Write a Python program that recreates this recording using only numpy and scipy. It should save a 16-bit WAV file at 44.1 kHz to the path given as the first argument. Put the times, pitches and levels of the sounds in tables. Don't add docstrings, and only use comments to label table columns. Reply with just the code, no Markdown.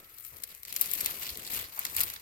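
import sys
import numpy as np
from scipy import signal
from scipy.fft import rfft, irfft, next_fast_len
from scipy.io import wavfile

SR = 44100
rng = np.random.default_rng(int(sys.argv[2]) if len(sys.argv) > 2 else 0)


def put_to_file(sound):
    columns = np.atleast_2d(sound).T
    safe = np.clip(columns, -1, 1)
    whole_steps = np.round(safe * 32767)
    wavfile.write(sys.argv[1], SR, whole_steps.astype(np.int16))


N = 97769
TIME = np.arange(N) / SR

# time in seconds, crunch in dB,
# treble at the left in dB, treble at the right in dB.
CRUMPLE_LEVEL = [(0.0, -46.5, -48.5, -44), (0.01, -60.5, -58.5, -60), (0.3, -54.5, -49, -50),
                 (0.34, -56.5, -54.5, -53), (0.41, -54, -52, -53), (0.43, -55.5, -57, -56),
                 (0.47, -55.5, -55, -58), (0.5, -49, -51.5, -48), (0.61, -62.5, -56, -54),
                 (0.65, -56.5, -59, -57), (0.7, -41, -46.5, -41), (0.73, -47, -55, -42),
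                 (0.77, -43.5, -43, -47), (0.82, -40.5, -38.5, -28), (0.84, -42.5, -41.5, -34),
                 (0.91, -38.5, -37.5, -36.5), (0.98, -40, -40, -37), (1.07, -36, -40.5, -35),
                 (1.19, -43.5, -40.5, -39), (1.25, -35, -40.5, -36), (1.33, -45, -46, -47),
                 (1.43, -44, -48, -43), (1.58, -32.5, -35.5, -33), (1.69, -49.5, -54, -49),
                 (1.76, -49, -47, -47), (1.8, -41, -49.5, -40), (1.94, -45, -43.5, -39.5),
                 (1.97, -33, -31.5, -42), (2.03, -32.5, -43.5, -47), (2.04, -42.5, -40, -32),
                 (2.1, -41, -46, -37), (2.2, -52.5, -56, -50)]
FRACTURES_PER_S, FRACTURE_SPREAD_DB = 2600, 3
CLUMP_DB, CLUMP_RATE_HZ = 2.5, 128
CRUNCH_TRIM_DB, TREBLE_TRIM_DB = -2.33, -2.45
SLIDE_DB = -2.5

CRUNCH_TOP_HZ, TREBLE_FROM_HZ = 5370, 10200
BAND_SPREAD_DB = 3.5
PATCH_DB, PATCH_RATE_HZ = 1.97, 20.5
SCATTER_DB, SCATTER_S = -5.5, 0.0024
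SAME_SIGN = .65

# start in seconds,
# pitch of the ring in Hz, crunch in dB, treble at the left in dB, treble at the right in dB.
SNAPS = [(0.1842, 4860, -21, -19, -14), (0.3677, 4440, -28, -25, -25), (0.4226, 4070, -31, -23, -28),
         (0.4364, 3750, -10.5, -8, -0.5), (0.4392, 3650, -16.5, -18, -21), (0.549, 7000, -25, -21.5, -16),
         (0.6323, 4100, -19.5, -19.5, -11), (0.651, 7460, -18, -20, -12.5), (0.7259, 2540, -10.5, -10, -7),
         (0.7412, 7820, -24, -18, -11), (0.7633, 4500, -5, -3.5, -1), (0.7684, 2200, -13, -27, -16),
         (0.8124, 7710, -11, 2.5, 1), (0.8143, 4130, -10, -4, -8), (0.817, 2670, -7, -11, -4),
         (0.8593, 7820, -20, -10.5, -19), (0.914, 7900, -14, -7, -4), (0.9359, 7900, -17, -2, -2),
         (0.9524, 4000, -8, -16, -8), (1.0061, 8300, -7, -12, 1), (1.0097, 7620, -16, -1.5, -7),
         (1.0461, 4410, -16, -9, -11), (1.0603, 8000, -5, -0.5, -1), (1.2667, 1950, -11.5, -19, -15),
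         (1.2914, 3820, -9.5, -19, -11), (1.3029, 3900, -14, -17, -21), (1.3555, 3920, -14.5, -37, -17),
         (1.3731, 7800, -18, -15.5, -16), (1.4494, 7400, -13.5, -20, -18), (1.4751, 4030, -15, -22, -21),
         (1.7921, 2480, -23, -8, -4), (1.8519, 5000, -4.5, -7, -4), (1.8658, 4760, -10, -34, -6.5),
         (1.9651, 2000, -7, -5, 7.5), (1.973, 8030, -21, -21, -3), (1.993, 2070, -16, -7, -7),
         (2.0053, 3100, -1.5, -1, -2), (2.0114, 7100, -6.5, 2.5, 12), (2.0344, 3070, -5, -3.5, 6),
         (2.1002, 4360, -10, -14, -11), (2.1381, 4270, -25, -21, -6), (2.1614, 1870, -11.5, -34, -9)]
# frequency in Hz, level in dB.
SNAP_COLOUR = [(500, -3), (1300, -5), (2100, -0.5), (3100, -3), (4000, 2), (5300, 3), (7000, 1), (10000, 0),
               (16000, .5)]
SNAP_CRUNCH_TRIM_DB, SNAP_TREBLE_TRIM_DB = -5.5, -4.5
FORECRACK_DB, FORECRACK_S = -12, .0012
SPLINTERS, SPLINTER_DB, SPLINTER_S = 5, -6, .0011
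RING_DB, RING_S = -22, 0.0038

# frequency in Hz, level in dB.
LEFT_COLOUR = [(500, -16.5), (800, -11.5), (1100, -5), (1550, -8.5), (2100, -2.5), (3100, -2), (5600, -.5),
               (7700, 2), (9300, 1), (11000, 6.5), (12500, 12.5), (14200, 12.5), (15800, 1)]
RIGHT_COLOUR = [(500, -25), (800, -16), (1100, -5.5), (1600, -1), (2100, 4.5), (3200, 2.5), (4300, 4.5),
                (5600, -3.5), (7000, -6), (8200, -4), (9700, -2.5), (12500, -5), (14200, -6), (15800, 4)]
RIGHT_LAG_S = 0.0003736

# time in seconds, level in dB.
DEEP_LEVEL = [(0.0, -65.5), (0.3, -86), (0.33, -61), (0.48, -77), (0.51, -61), (0.59, -92), (0.7, -80),
              (0.71, -67), (1.02, -65), (1.09, -50), (1.19, -57.5), (1.25, -51), (1.27, -71), (1.44, -65),
              (1.57, -54.5), (1.76, -63.5), (1.78, -46.5), (1.83, -57.5), (1.86, -52), (1.89, -60),
              (1.98, -48.5), (2.22, -65)]
# frequency in Hz, level in dB.
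DEEP_COLOUR = [(300, -24), (600, -12), (850, -3), (1100, 1), (1400, -1), (1800, -4.5), (2400, -8.5),
               (4000, -31)]
DEEP_PER_S, DEEP_SPREAD_DB = 1800, 5
DEEP_TRIM_DB, DEEP_PAN_DB = 1, -1

# time in seconds, level in dB.
PRESS_LEVEL = [(0.0, -65), (0.23, -74), (0.31, -73.5), (0.34, -63.5), (0.49, -68.5), (0.5, -61),
               (0.59, -74.5), (0.72, -64.5), (0.83, -56.5), (0.86, -58), (1.09, -51.5), (1.19, -57.5),
               (1.49, -55.5), (1.51, -50.5), (1.58, -53), (1.71, -65.5), (1.77, -63), (1.94, -58),
               (2.0, -52.5), (2.2, -67)]
# frequency in Hz, level in dB.
GROUND_COLOUR = [(60, -4.5), (130, 0.5), (250, -0.5), (450, 0.5), (650, -4), (1000, -11.5), (1600, -18.5),
                 (3000, -42)]
PRESS_TRIM_DB, PRESS_PAN_DB = -1.5, 1.35

# start in seconds, pitch in Hz, level in dB.
DULL_CRUNCHES = [(.33, 866, -62), (.715, 190, -60.5), (1.085, 1390, -48), (1.32, 334, -59),
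                 (1.365, 336, -56), (1.655, 650, -58), (1.775, 850, -51), (1.79, 1400, -53),
                 (1.86, 189, -58)]
DULL_ATTACK_S, DULL_DECAY_S, DULL_Q = 0.0033, 0.02, 4.3

# time in seconds, level in dB.
HANDLING_LEVEL = [(0.0, -77), (0.29, -69), (0.31, -60), (0.5, -73.5), (0.76, -68), (0.82, -78),
                  (1.08, -57.5), (1.12, -69), (1.33, -56), (1.35, -63), (1.51, -80), (1.52, -55),
                  (1.65, -59.5), (1.76, -73.5), (2.01, -53.5), (2.2, -69.5)]
# frequency in Hz, level in dB.
RUMBLE_COLOUR = [(15, -32), (30, -18), (55, 0.5), (85, 0.5), (130, -10), (250, -29), (600, -47)]

# time in seconds, level in dB.
FAR_TONE_LEVEL = [(0, -67.5), (.38, -72), (.55, -93), (2.2, -93)]
FAR_TONE_HZ, FAR_TONE_WIDTH_HZ = 1305, 66

# frequency in Hz, level in dB.
AIR_COLOUR = [(30, 2), (90, -5), (250, -19), (450, -9), (750, -24), (1150, -5), (1500, -7), (2200, 1),
              (2700, -9), (3300, -15.5), (8000, -15), (16000, -15)]
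AIR_DB, AIR_PAN_DB = -65.5, -5.2

CUTOFF_HZ = 16100


def from_db(db):
    return 10 ** (np.asarray(db) / 20)


def rms_one(x):
    return x / np.sqrt(np.mean(x ** 2) + 1e-20)


def in_time(rows):
    seconds, *columns = np.transpose(rows)
    return np.array([np.interp(TIME, seconds, column) for column in columns])


def pan(db):
    return db * np.array([[1], [-1]])


def later_at_right(x):
    return np.interp(TIME - RIGHT_LAG_S, TIME, x)


def drift(rate_hz):
    r = np.exp(-2 * np.pi * rate_hz / SR)
    slow = signal.lfilter([1], [1, -2 * r, r * r], rng.standard_normal(2 * N))
    return rms_one(slow[N:])


def colour(x, points):
    size = 2 * next_fast_len(N)
    hz, db = np.transpose(points)
    grid = np.maximum(np.arange(size // 2 + 1) * SR / size, 1)
    gain = from_db(np.interp(np.log(grid), np.log(hz), db))
    cepstrum = irfft(np.log(gain))
    cepstrum[1:size // 2] *= 2
    cepstrum[size // 2 + 1:] = 0
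    response = np.exp(rfft(cepstrum))
    return irfft(rfft(x, size) * response)[..., :N]


def stereo_noise(points, alike):
    mid, side = rng.standard_normal((2, N))
    mid, side = np.sqrt(1 + alike) * mid, np.sqrt(1 - alike) * side
    return rms_one(colour(np.array([mid + side, mid - side]), points))


def resonance(x, hz, width_hz):
    r = np.exp(-np.pi * width_hz / SR)
    zeros = np.array([1, 0, -1]) * (1 - r * r) / 2
    poles = [1, -2 * r * np.cos(2 * np.pi * hz / SR), r * r]
    return signal.lfilter(zeros, poles, x)


def scatter(clicks):
    r = np.exp(-1 / (SCATTER_S * SR))
    power = signal.lfilter([1 - r], [1, -r], clicks ** 2 + 1e-18)
    return from_db(SCATTER_DB) * np.sqrt(power)


def fractures(crunch, treble, spread_db, slide_crunch=0, slide_treble=0):
    edges = np.geomspace(400, 17000, 14)
    haze_crunch = np.hypot(scatter(crunch), slide_crunch)
    haze_treble = np.hypot(scatter(treble), slide_treble)
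    out = np.zeros((2, N))
    for low, high in zip(edges, edges[1:]):
        centre = np.sqrt(low * high)
        up = np.log(centre / CRUNCH_TOP_HZ) / np.log(TREBLE_FROM_HZ / CRUNCH_TOP_HZ)
        up = np.clip(up, 0, 1)
        strength = rms_one(from_db(spread_db * rng.standard_normal(N))) * rng.choice([-1, 1], N)
        right_sign = np.where(rng.random(N) < (1 + SAME_SIGN) / 2, 1, -1)
        sides = np.array([np.ones(N), right_sign])
        drive = crunch ** (1 - up) * treble ** up * strength * sides
        drive += haze_crunch ** (1 - up) * haze_treble ** up * rng.standard_normal((2, N))
        drive *= rms_one(from_db(PATCH_DB * drift(PATCH_RATE_HZ)))
        band = signal.butter(2, [low, high], "band", fs=SR, output="sos")
        out += signal.sosfilt(band, drive)
    return out


def crumpling():
    level = in_time(CRUMPLE_LEVEL)
    born = rng.random(N) < FRACTURES_PER_S / SR
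    clumps = rms_one(from_db(CLUMP_DB * drift(CLUMP_RATE_HZ)))
    sizes = from_db(FRACTURE_SPREAD_DB * np.minimum(rng.exponential(1, N), 4.5))
    clicks = clumps * rms_one(born * sizes)
    crunch = from_db(level[0] + CRUNCH_TRIM_DB)
    treble = from_db(level[1:] + TREBLE_TRIM_DB)
    slide = from_db(SLIDE_DB) * clumps
    return fractures(crunch * clicks, treble * clicks, BAND_SPREAD_DB, crunch * slide, treble * slide)


def snapping():
    clicks = np.zeros((3, N))
    delays = SPLINTER_S * rng.exponential(1, (len(SNAPS), SPLINTERS))
    for (start, _, *db), later in zip(SNAPS, delays):
        crack = from_db(db)
        clicks[:, int(start * SR)] += crack
        clicks[:, int((start - FORECRACK_S) * SR)] += crack * from_db(FORECRACK_DB)
        for delay in later:
            clicks[:, min(int((start + delay) * SR), N - 1)] += crack * from_db(SPLINTER_DB)
    crunch = from_db(SNAP_CRUNCH_TRIM_DB) * clicks[0]
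    treble = from_db(SNAP_TREBLE_TRIM_DB) * clicks[1:]
    return colour(fractures(crunch, treble, spread_db=1.5), SNAP_COLOUR)


def snap_rings():
    out = np.zeros(N)
    for start, hz, crunch_db, *_ in SNAPS:
        first = int(start * SR)
        age = TIME[:min(SR // 20, N - first)]
        envelope = from_db(crunch_db + RING_DB - 60 * age / RING_S)
        out[first:first + len(age)] += envelope * np.sin(2 * np.pi * hz * age)
    return out


def leaves():
    left, right = crumpling() + snapping() + snap_rings()
    return np.array([colour(left, LEFT_COLOUR), later_at_right(colour(right, RIGHT_COLOUR))])


def deep_crunch():
    sizes = from_db(DEEP_SPREAD_DB * np.minimum(rng.exponential(1, N), 4)) * rng.choice([-1, 1], N)
    born = rng.random(N) < DEEP_PER_S / SR
    direct = rms_one(colour(sizes * born, DEEP_COLOUR))
    diffuse = from_db(-5) * stereo_noise(DEEP_COLOUR, alike=0)
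    both = np.array([direct, later_at_right(direct)]) + diffuse
    return from_db(in_time(DEEP_LEVEL) + DEEP_TRIM_DB + pan(DEEP_PAN_DB)) * rms_one(both)


def ground():
    level = in_time(PRESS_LEVEL)[0] + PRESS_TRIM_DB + 2.0 * drift(62)
    return from_db(level + pan(PRESS_PAN_DB)) * stereo_noise(GROUND_COLOUR, alike=0.79)


def dull_crunches():
    out = np.zeros(N)
    for start, hz, db in DULL_CRUNCHES:
        age = np.maximum(TIME - start, 0)
        envelope = (1 - np.exp(-age / DULL_ATTACK_S)) * np.exp(-age / DULL_DECAY_S)
        rough = rms_one(resonance(rng.standard_normal(N), hz, hz / DULL_Q))
        out += from_db(db) * envelope / envelope.max() * rough
    return np.array([out, later_at_right(out)])


def handling():
    level = in_time(HANDLING_LEVEL)[0] + 0.5 * drift(12)
    return from_db(level) * stereo_noise(RUMBLE_COLOUR, alike=0.92)


def far_tone():
    band = resonance(rng.standard_normal((2, N)), FAR_TONE_HZ, FAR_TONE_WIDTH_HZ)
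    band = resonance(band, FAR_TONE_HZ, 2 * FAR_TONE_WIDTH_HZ)
    return from_db(in_time(FAR_TONE_LEVEL)) * rms_one(band)


def forest_air():
    return from_db(AIR_DB + pan(AIR_PAN_DB)) * stereo_noise(AIR_COLOUR, alike=.2)


def scene():
    close = leaves() + deep_crunch() + ground() + dull_crunches()
    return close + handling() + far_tone() + forest_air()


def record(dry):
    low_pass = signal.ellip(10, .2, 75, CUTOFF_HZ, fs=SR, output="sos")
    return signal.sosfilt(low_pass, dry)


dry = scene()
out = record(dry)
put_to_file(out)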